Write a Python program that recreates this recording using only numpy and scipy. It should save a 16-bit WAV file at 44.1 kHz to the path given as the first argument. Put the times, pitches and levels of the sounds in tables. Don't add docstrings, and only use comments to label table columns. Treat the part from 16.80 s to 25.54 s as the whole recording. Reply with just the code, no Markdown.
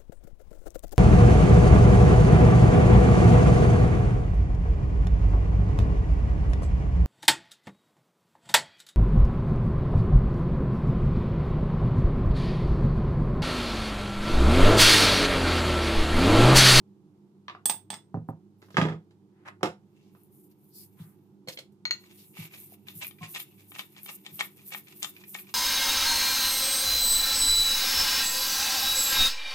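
import sys
import numpy as np
from scipy import signal
from scipy.fft import rfft, irfft
from scipy.io import wavfile
from scipy.ndimage import uniform_filter1d

SR = 44100
rng = np.random.default_rng(int(sys.argv[2]) if len(sys.argv) > 2 else 0)


def field_ratio(decibels):
    return 10 ** (np.asarray(decibels, dtype=float) / 20)


def store_wav(level_fs):
    pcm = np.round(np.clip(np.atleast_2d(level_fs), -1, 1) * 32767)
    wavfile.write(sys.argv[1], SR, pcm.T.astype(np.int16))


N = 385434
RIGHT_LAG_S = 0.00017


def rms_one(x):
    return x / np.sqrt(np.mean(x ** 2) + 1e-20)


def at_hz(points, hz):
    points = np.array(points)
    return np.interp(np.log(hz), np.log(points[:, 0]), points[:, 1])


def in_time(spans):
    t, rows = np.arange(N) / SR, np.concatenate(spans)
    sounding = sum((t >= span[0][0]) & (t <= span[-1][0]) for span in spans) > 0
    return field_ratio(np.interp(t, *rows.T)) * uniform_filter1d(sounding * 1.0, size=600)


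def swells(rows, bed=0):
    t, power = np.arange(N) / SR, np.zeros(N) + bed ** 2
    for start_s, level_db, rise_s, fall_s in rows:
        near = slice(int((start_s - .3) * SR), int((start_s + .3) * SR))
        age = np.abs(t[near] - start_s) / np.where(t[near] < start_s, rise_s, fall_s)
        power[near] += field_ratio(2 * (level_db - 11.5 * age ** 2.72))
    return np.sqrt(power)


def band(x, low_hz, high_hz):
    sos = signal.butter(2, [low_hz, min(high_hz, .45 * SR)], "band", fs=SR, output="sos")
    return signal.sosfilt(sos, x)


def resonate(x, hz, width_hz):
    r = np.exp(-np.pi * width_hz / SR)
    zeros = np.array([1, 0, -1]) * (1 - r * r) / 2
    poles = [1, -2 * r * np.cos(2 * np.pi * hz / SR), r * r]
    return signal.lfilter(zeros, poles, x)


def drift(rate_hz):
    knots = rng.standard_normal(int(N / SR * 200) + 2)
    return np.interp(np.arange(N) / SR * min(rate_hz, 190), np.arange(len(knots)), knots)


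def two_mics(mid, side, alike):
    return np.sqrt(1 + alike) * mid + np.sqrt(1 - alike) * side * [[1], [-1]]


def grains(per_s, spread_db, alike):
    sizes = field_ratio(spread_db * np.minimum(rng.exponential(1, (2, N)), 5))
    sizes *= rng.choice([-1, 1], (2, N))
    mid, side = sizes * (rng.random((2, N)) < per_s / SR)
    return two_mics(mid, side, alike)


def strikes(hits, modes, pan_db, low_hz, mid_hz, high_hz, ring_db, crack_db, crack_s, contact_s):
    hz, mode_db, t60 = np.transpose(modes)[:, :, None]
    size = SR // 9
    t = np.arange(max(size, int(1.2 * t60.max() * SR))) / SR
    out = np.zeros((2, N + SR))
    chance = rng.standard_normal((len(hits), len(modes), 3))
    bins = np.fft.rfftfreq(size, 1 / SR) + 1
    pink = np.sqrt(SR / 4 / bins) * np.minimum(bins / low_hz, 1) ** 2
    pink /= 1 + (bins / high_hz / 1.6) ** 3
    cracks = rfft(rng.standard_normal((len(hits), 2, size)))
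    cracks *= pink * [np.ones_like(bins), np.minimum(bins / 3000, .55)]
    contact = np.sin(np.pi / 2 * np.minimum(t / contact_s, 1)) ** 2
    for (start_s, peak_db, low_db, high_db), luck, noise in zip(hits, chance, cracks):
        colour = [(low_hz, low_db), (mid_hz, 0), (high_hz, high_db)]
        fade = field_ratio(ring_db + mode_db + at_hz(colour, hz) + 2 * luck[:, :1] - 60 * t / t60)
        crack = irfft(noise * field_ratio(crack_db + at_hz(colour, bins)), size)
        mid, side = crack * np.exp(-t[:size] / crack_s)
        pitch_hz = hz * (1 + .004 * luck[:, 1:2])
        first = round(start_s * SR)
        for mic in range(2):
            skew = np.minimum(hz / 5000, .45) * luck[:, 1 + mic:2 + mic]
            blow = (fade * np.sin(2 * np.pi * pitch_hz * t + skew)).sum(0)
            blow[:size] += mid + side * (-1) ** mic
            out[mic, first:first + len(t)] += field_ratio(peak_db - pan_db * mic) * blow * contact
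    return out[:, :N]


# pitch_hz, density_db (per Hz)
HUM = [(15, -88), (25, -68.5), (69, -34), (86, -19.5), (144, -15.5), (169, -16), (198, -7.5), (260, -14),
       (289, -11.5), (359, -1.5), (552, -26), (1240, -29.5), (1750, -38), (3530, -38.5), (15500, -48)]
# pitch_hz, width_hz, level_db
MOTOR = [(101.2, 3.2, -71.5), (144, 38, -69.5), (196.8, 20, -64), (302.5, 24, -71.5), (356, 25, -74.5),
         (390, 17, -80), (850, 290, -83)]
# pitch_hz, likeness (0 to 1)
LIKENESS = [(30, 0.32), (70, 1), (200, 0.88), (500, 1), (1500, 0.053), (8000, 0.055)]


def fridge():
    hum_db, pan_db = -62.5, -3
    hz = np.fft.rfftfreq(N, 1 / SR) + 0.003
    power = field_ratio(2 * at_hz(HUM, hz))
    power *= field_ratio(2 * hum_db - 11.0) / power.sum()
    for centre_hz, width_hz, level_db in MOTOR:
        line = 1 / (1 + (2 * (hz - centre_hz) / width_hz) ** 2) ** 2
        power += field_ratio(2 * level_db) * line / line.sum()
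    mid, side = rfft(rng.standard_normal((2, N))) * np.sqrt(power * N / 2)
    sides = two_mics(mid, side, np.clip(at_hz(LIKENESS, hz), 0, 1))
    return irfft(sides, N) * field_ratio([[pan_db / 2], [-pan_db / 2]]) * field_ratio(0.34 * drift(2.3))


# start_s, peak_db, lows_db, highs_db
TAPS = [
    (0.6815, -25.5, 1.5, -31),
    (0.697, -32, 7, -27),
    (0.7495, -46.5, 16, -28.5),
]
# pitch_hz, level_db, t60_s
SPOON = [(800, -4, 0.011), (1150, 2.5, .025), (1790, -8, 0.012), (2930, -1.5, .012), (4300, -6.5, 0.0078)]


def spoon_taps():
    return strikes(TAPS, SPOON, pan_db=-1.5, low_hz=792.6, mid_hz=4170, high_hz=8560,
                   ring_db=-10.5, crack_db=-7, crack_s=0.003, contact_s=0.0004)


# start_s, peak_db, lows_db, highs_db
CLINKS = [
    (0.8554, -20.5, -12.5, 8),
    (0.896, -17.5, -10, -2),
    (1.1022, -26.5, -8.5, -8.5),
    (1.1285, -37, 1, -16.5),
    (1.1391, -30, -13.5, -12.5),
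]
# pitch_hz, level_db, t60_s
GLASS = [(3395, -9, .025), (3445, -19, .13), (8040, -12, .04), (8378, 0, .03), (8478, -11, .15),
         (8557, -10, .04), (8850, -10, .05), (14217, -19, .035), (14760, -19, .045), (15000, -16, .025),
         (200, -8, .05), (851, 0, .025), (1100, -3, .015), (1830, -7, .015)]


def glass_clinks():
    glass = strikes(CLINKS, GLASS, pan_db=-3.5, low_hz=990, mid_hz=4945, high_hz=11680,
                    ring_db=2.5, crack_db=-5.5, crack_s=0.0049, contact_s=0.0014)
    glass[1] = np.roll(glass[1], -round(RIGHT_LAG_S * SR))
    return glass


# start_s, peak_db, lows_db, highs_db
LANDINGS = [
    (1.343, -27.5, 6.5, -21),
    (1.372, -43, 21, -31.5),
    (1.488, -27.5, 3.5, -26.5),
    (1.509, -58, -1, -25),
]
# pitch_hz, level_db, t60_s
BOTTLE = [(118, -3, .08), (161, 1, .13), (226, -6, .1), (258, -9, .07), (398, -6, .07), (540, -10, .06),
          (673, -3, .05), (764, -1, .05), (900, -4, .04), (1141, -14, .03)]


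def bottle_landings():
    return strikes(LANDINGS, BOTTLE, pan_db=-3, low_hz=150, mid_hz=831, high_hz=3700,
                   ring_db=-4.5, crack_db=-18.5, crack_s=0.014, contact_s=.0008)


# start_s, level_db, length_s, dull_part_db
BRUSHES = [
    (1.492, -64, 0.016, -14),
    (1.843, -73.5, 0.11, 2.5),
    (1.934, -71.5, 0.063, 7),
    (2.681, -76, 0.018, 21.5),
    (3.24, -87, 0.17, 10),
    (3.978, -48.5, 0.069, -33.5),
    (4.222, -61.5, 0.088, -6),
    (4.728, -52.5, 0.034, 5),
    (5.396, -56, 0.14, -4.5),
]


def brushes():
    hiss = grains(per_s=14000.0, spread_db=4.0, alike=0.062)
    bright = swells([(s, db, 0.58 * long, 1.28 * long) for s, db, long, _ in BRUSHES])
    dull = swells([(s, db + dull_db, 0.19 * long, 0.5 * long) for s, db, long, dull_db in BRUSHES])
    return bright * rms_one(band(hiss, 9400, 17000)) + dull * rms_one(band(hiss, 3000, 6300))


# start_s, peak_db, lows_db, highs_db
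SET_DOWN = [
    (1.818, -58, -15.5, -0.5),
    (1.825, -50.5, -4, -8),
    (1.885, -55.5, -5.5, -15),
    (1.904, -53, -8.5, -1),
    (2.308, -68, -25.5, 5.5),
    (2.809, -44.5, 1, -24),
    (2.830, -17, -10, -8.5),
    (2.836, -25, 5.5, -26),
    (2.856, -29, 4.5, -6.5),
    (3.349, -56, -28.5, -13),
]
# pitch_hz, level_db, t60_s
BOARD = [(129, -8.5, 0.059), (214, 1.5, 0.067), (319, 1.5, 0.04), (362.8, 3, 0.19), (550, -14.5, 0.015),
         (700, -6, 0.057), (855, -8.5, 0.19), (975, -8, 0.036), (1118, -10.5, 0.05), (1580, -1, 0.027)]


def set_down():
    return strikes(SET_DOWN, BOARD, pan_db=-2.5, low_hz=150, mid_hz=830, high_hz=4270,
                   ring_db=-10.5, crack_db=1.5, crack_s=0.0048, contact_s=0.0009)


# start_s, peak_db, lows_db, highs_db
DOOR = [
    (1.944, -51.5, 9, 2),
    (1.969, -18.5, -16.5, -8),
    (1.982, -24.5, 2.5, -12),
    (2.014, -25, -12, -6),
    (2.021, -32, 12, -28),
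    (2.052, -30, 6, -11),
    (2.085, -35, -1.5, -9.5),
    (2.097, -43, 14, -15),
    (2.122, -42.5, 14.5, -10),
]
# pitch_hz, level_db, t60_s
PANEL = [(119.5, -9, 0.046), (167, 3, 0.092), (197.6, -15.5, 0.054), (352.7, -8, .15), (330, -13, 0.074),
         (467, -17, 0.069), (543.4, -16.5, 0.033), (847, -10.5, 0.06), (921, -8, 0.064), (1255, 3, 0.029),
         (1615, 7.5, 0.0211), (1928, 5, 0.014), (2523, 1.5, 0.0098), (3300, 10.5, 0.011)]


def cupboard_door():
    return strikes(DOOR, PANEL, pan_db=-2.5, low_hz=150, mid_hz=808, high_hz=3180,
                   ring_db=0, crack_db=-1.5, crack_s=0.014, contact_s=0.00044)


# start_s, scrape_db
DRAGS = [
    [(2.5, -96), (2.6, -81.5), (2.645, -82), (2.66, -58.5), (2.69, -53), (2.72, -84), (2.8, -110)],
    [(4.17, -82), (4.192, -72), (4.36, -89)],
]


def drags():
    slips = grains(per_s=4200.0, spread_db=3.5, alike=0.14)
    scrape = band(slips, 600, 2000) + field_ratio(-19.0) * resonate(slips, 1290, 400)
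    scrape += field_ratio(-31.0) * band(slips, 1800, 9000)
    return in_time(DRAGS) * field_ratio(9.5) * rms_one(scrape)


# start_s, level_db, length_s, pitch_hz
RUBS = [
    (2.9, -75, 0.051, 3600),
    (3.18, -85.5, .03, 5700),
    (3.99, -59, 0.061, 4770),
    (4.21, -65, 0.023, 3360),
    (5.6, -62, .028, 3650),
    (3.6, -70, .08, 12000),
]


def rubs():
    hiss, out = grains(per_s=9000.0, spread_db=2.5, alike=0.19), 0
    for start_s, level_db, length_s, hz in RUBS:
        creak = resonate(resonate(hiss, hz, 0.26 * hz), hz, 0.34 * hz)
        out = out + swells([(start_s, level_db, length_s, length_s)]) * rms_one(creak)
    return out


# start_s, slosh_db, bite_db, length_s
SHAKES = [(3.237, -79.5, -79, 0.2), (3.412, -63, -99.5, 0.099), (3.603, -57.5, -107, 0.088),
          (3.718, -60, -96, 0.02), (3.889, -62, -101, 0.1), (4.016, -85.5, -70.5, 0.052),
          (4.201, -78, -66.5, 0.028), (5.305, -68, -63.5, 0.15), (5.619, -44.5, -49.5, 0.062),
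          (5.755, -46.5, -54.5, 0.051), (5.831, -42.5, -61.5, 0.058), (5.924, -45.5, -68.5, 0.033)]
# start_s, start_slosh_db, stop_slosh_db, bite_db, stop_bite_db
TWISTS = [
    (6.226, -39.5, -38.5, -38.5, -51),
    (6.566, -39, -39, -38, -46.5),
    (6.959, -45.5, -43, -48, -40.5),
    (7.295, -41.5, -38.5, -43, -82),
    (7.606, -40.5, -41.5, -37, -51.5),
    (7.934, -41, -39.5, -42, -53),
    (8.24, -40, -42.5, -37.5, -67),
    (8.555, -39, -38, -41.5, -55),
]
# start_s, slosh_db, bite_db
REGRIPS = [
    (6.096, -47.5, -55.5),
    (6.438, -55, -46),
    (6.797, -78, -61),
    (7.177, -73, -56.5),
    (7.474, -72, -53.5),
    (7.793, -72, -57.5),
    (8.098, -65, -54),
    (8.392, -85, -57.5),
    (8.693, -69, -57.5),
]


def wrist():
    half_twist_s = 0.043
    slosh_shape, bite_shape, grip_shape = (0.041, 0.035), (0.019, 0.014), (0.028, 0.043)   # rise, fall [s]
    sloshes, bites = [], []
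    for start_s, slosh_db, bite_db in REGRIPS:
        sloshes.append((start_s, slosh_db, *grip_shape))
        bites.append((start_s, bite_db, *grip_shape))
    for start_s, slosh_db, bite_db, length_s in SHAKES:
        sloshes.append((start_s, slosh_db, length_s, length_s))
        bites.append((start_s, bite_db, length_s, length_s))
    for middle_s, start_db, stop_db, bite_db, stop_bite_db in TWISTS:
        sloshes.append((middle_s - half_twist_s, start_db, *slosh_shape))
        sloshes.append((middle_s + half_twist_s, stop_db, *slosh_shape))
        bites.append((middle_s, bite_db, *bite_shape))
        bites.append((middle_s + half_twist_s, stop_bite_db, *bite_shape))
    return sloshes, bites


# start_s, trickle_db
HANDLING = [
    [(3.2, -92.5), (3.53, -84), (4.14, -67.5), (4.44, -77.5), (4.66, -98)],
    [(5.2, -60.5), (5.41, -72), (5.78, -70), (5.93, -69.5), (6.3, -62), (7.1, -56.5), (8.0, -55),
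     (8.74, -55.5)],
]
# pitch_hz, width_hz, level_db
JAR = [(10200, 500, 7), (11800, 350, 3), (13400, 550, 14)]


def rustle():
    ticks = grains(per_s=6000.0, spread_db=3.3, alike=.3)
    ticks *= field_ratio(2 * drift(70))
    corns = field_ratio(4.5) * band(ticks, 9550, 17000)
    corns += field_ratio(-10.5 + 6.5 * drift(25)) * band(ticks, 2300, 11000)
    for hz, width_hz, level_db in JAR:
        corns += field_ratio(level_db + 2 * drift(38) + 2.4 * drift(5.4)) * resonate(ticks, hz, width_hz)
    sloshes, _ = wrist()
    return swells(sloshes, in_time(HANDLING)) * field_ratio(-4.2) * rms_one(corns)


# pitch_hz, width_hz, level_db
BURRS = [(1070, 340, -5.5), (1944, 160, -8.5), (2295, 190, 6), (2685, 220, 6.5), (3346, 380, -2)]


def grind():
    chips = grains(per_s=1500.0, spread_db=2.8, alike=0.4)
    chips *= field_ratio(3.5 * drift(70))
    body = field_ratio(-8.5 + 1.5 * drift(20)) * band(chips, 360, 6000)
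    body += field_ratio(-14.0 + 1.1 * drift(29)) * band(chips, 4530, 8400)
    for hz, width_hz, level_db in BURRS:
        body += field_ratio(level_db + 3.6 * drift(8.8)) * resonate(chips, hz, width_hz)
    _, bites = wrist()
    idle = field_ratio(-13) * in_time(HANDLING)
    return swells(bites, idle) * field_ratio(0.5) * rms_one(body)


# start_s, peak_db
PINGS = [
    (3.4346, -45.5),
    (3.5486, -49),
    (3.7135, -57),
    (6.2687, -24),
    (6.28, -28),
    (6.6019, -25),
    (7.232, -27),
    (7.5567, -33),
    (8.4936, -36),
]


def corn_pings():
    wall = [(hz, level_db - 10, .006) for hz, _, level_db in JAR]
    return strikes([(s, db, -25, 0) for s, db in PINGS], wall, pan_db=9, low_hz=3000, mid_hz=9300, high_hz=13000,
                   ring_db=-2, crack_db=-12, crack_s=0.00062, contact_s=0.00024)


# start_s, level_db, pitch_hz, swell_s
THUMPS = [
    (4.199, -34.5, 162.9, 0.0079),
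    (4.677, -40, 150, 0.0043),
    (5.586, -34, 164, 0.0092),
    (6.151, -44, 165.5, 0.011),
    (6.409, -36.5, 163.3, 0.01),
    (7.517, -44, 155.5, 0.0089),
    (5.921, -50.5, 700, 0.0023),
    (6.407, -46, 1070, 0.014),
]


def thumps():
    out, t = np.zeros(N), np.arange(SR // 4) / SR
    for start_s, level_db, hz, swell_s in THUMPS:
        age = t / swell_s
        tone = np.sin(2 * np.pi * hz * t) + 0.49 * np.sin(2 * np.pi * hz * .68 * t)
        out[round(start_s * SR):][:len(t)] += field_ratio(level_db) * np.e * age * np.exp(-age) * tone
    return out


# start_s, peak_db, lows_db, highs_db
CAP_OFF = [
    (4.6733, -43, -4.5, -1),
    (4.6834, -28, -11.5, -2),
    (4.6997, -35, -19, -24),
    (4.7721, -32, -22.5, -19),
    (4.787, -32, -16.5, -6.5),
    (4.92, -79.5, 1, 20),
]
# pitch_hz, level_db, t60_s
HELD_CAP = [(520, 0, .05), (620, -3, .04), (2200, -6, .02), (3200, -4, .015), (4150, -6, .02),
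            (4280, -6, .025)]


def cap_off():
    return strikes(CAP_OFF, HELD_CAP, pan_db=-2.5, low_hz=770, mid_hz=3480, high_hz=10200,
                   ring_db=5.5, crack_db=-7.0, crack_s=0.011, contact_s=0.0026)


# start_s, peak_db, lows_db, highs_db
CAP_HITS = [
    (5.0534, -23, 2, -32),
    (5.1085, -13.5, -8, -31.5),
    (5.239, -56, 14, -28),
]
# pitch_hz, level_db, t60_s
CAP = [(1044, -8, .02), (1500, -5, .02), (1950, 0, .03), (2218, -1, .03), (3500, -6, .015), (4253, 7, .085),
       (4150, 1, .03), (2750, -5, .02), (6412, 3, .05), (6650, 4, .065), (9450, 1, .03), (12600, 4, .025),
       (14300, 5, .03), (14900, 6, .02)]


def cap_drop():
    return strikes(CAP_HITS, CAP, pan_db=0.5, low_hz=1010, mid_hz=3680, high_hz=11200,
                   ring_db=-4, crack_db=-16, crack_s=.004, contact_s=.0004)


# start_s, peak_db
TICKS = [(5.298, -64), (5.539, -55), (5.7096, -49), (5.737, -38.5), (6.0684, -44.5), (6.2274, -31.5),
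         (6.2452, -32), (6.385, -47), (6.438, -33.5), (6.7776, -61), (6.9413, -50), (7.1119, -66),
         (7.1478, -55), (7.188, -45), (7.4486, -45.5), (7.7732, -98), (7.7896, -50), (7.9036, -46),
         (8.07, -44), (8.364, -41.5), (8.4133, -48), (8.4368, -39.5), (8.586, -35.5), (8.6683, -47.5),
         (8.6883, -49)]
# pitch_hz, level_db, t60_s
SEAT = [(1800, -16, 0.0086), (2400, 8.5, 0.068), (2800, -18, 0.016), (3420, -16, 0.011)]


def burr_ticks():
    return strikes([(s, db, -12, -14) for s, db in TICKS], SEAT, pan_db=-2, low_hz=1200, mid_hz=2520, high_hz=7000,
                   ring_db=-13, crack_db=-4.5, crack_s=0.0077, contact_s=0.0011)


# start_s, peak_db, highs_db
CRACKS = [(5.57, -46, -40), (5.6032, -59, -15.5), (6.0846, -45, 2), (6.2134, -42, -24), (6.31, -51, 0),
          (6.4293, -40, -47), (6.5484, -43.5, 11.5), (6.56, -33, -50), (6.601, -42.5, 7),
          (6.9187, -43, -24), (6.961, -39.5, -42), (6.9931, -30.5, -7.5), (7.165, -51, -7),
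          (7.234, -68, -8), (7.261, -45.5, 2.5), (7.291, -37, -26), (7.4638, -40.5, 2.5),
          (7.5928, -37, -0.5), (7.6073, -22.5, -16), (7.9208, -39.5, -53.5), (7.9469, -32, -25),
          (8.083, -54, 7), (8.2287, -37, 16.5), (8.2454, -34, 8), (8.5454, -48.5, 16.5), (8.5499, -32, -48)]
# pitch_hz, level_db, t60_s
MILL = [(840, 9.5, 0.038), (1070, 2, 0.03), (1236, 20, 0.0085), (1873, 3.5, 0.036), (2258, 8, 0.022),
        (2838, -5, 0.035), (3160, 3.5, 0.031), (3537, 14, 0.01), (5570, -31, 0.046), (7250, -2, 0.0075)]


def corn_cracks():
    hits = [(s, db, -17.5, high_db) for s, db, high_db in CRACKS]
    return strikes(hits, MILL, pan_db=4.5, low_hz=1016, mid_hz=2490, high_hz=6240,
                   ring_db=0, crack_db=0.0, crack_s=0.004, contact_s=0.0004)


# pitch_hz, t60_s
KITCHEN = [(100, 0.19), (500, 0.2), (2000, 0.18), (6000, 0.18), (15000, 0.18)]


def kitchen(x):
    t, tail = np.arange(SR // 2) / SR, 0
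    mid, side = rng.standard_normal((2, len(t)))
    for hz in 70 * 2 ** np.arange(0, 8, .5):
        pair = two_mics(mid, side, 1 / (1 + (hz / 1600) ** 2))
        tail = tail + band(pair, hz, hz * np.sqrt(2)) * field_ratio(-60 * t / at_hz(KITCHEN, hz))
    tail *= np.clip((t - .003) / 0.0012, 0, 1)
    return signal.fftconvolve(x, tail / np.sqrt(np.sum(tail ** 2) / 2), axes=1)[:, :N]


def scene():
    far = spoon_taps() + set_down() + cupboard_door()
    glass = glass_clinks()
    near = bottle_landings() + drags() + grind() + corn_pings() + thumps()
    near += cap_off() + cap_drop() + burr_ticks() + corn_cracks()
    room = kitchen(field_ratio(-6) * near + field_ratio(-2) * glass + field_ratio(-1) * far)
    no_deep_bass = signal.butter(6, 102, "high", fs=SR, output="sos")
    contacts = signal.sosfilt(no_deep_bass, near + far + glass + room)
    return fridge() + contacts + brushes() + rubs() + rustle()


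def low_pass(x):
    return signal.sosfilt(signal.butter(12, 16500, fs=SR, output="sos"), x)


def record(dry):
    knee_db, slope, recover_db_per_s = -18, 0.13, 6.5
    t = np.arange(N) / SR
    level_db = 10 * np.log10(uniform_filter1d(np.mean(dry ** 2, 0), size=800) + 1e-12)
    wanted_db = np.maximum(level_db - knee_db, 0) * slope
    recovery_db = recover_db_per_s * t
    held_db = np.maximum.accumulate(wanted_db + recovery_db) - recovery_db
    slow = np.exp(-1 / (0.12 * SR))
    gain = field_ratio(-signal.lfilter([1 - slow], [1, -slow], held_db))
    right = np.roll(dry[1], round(RIGHT_LAG_S * SR))
    treble_edge = signal.cheby2(12, 60, 16200, fs=SR, output="sos")
    return low_pass(signal.sosfilt(treble_edge, gain * [dry[0], right]))


dry = scene()
out = record(dry)
store_wav(out)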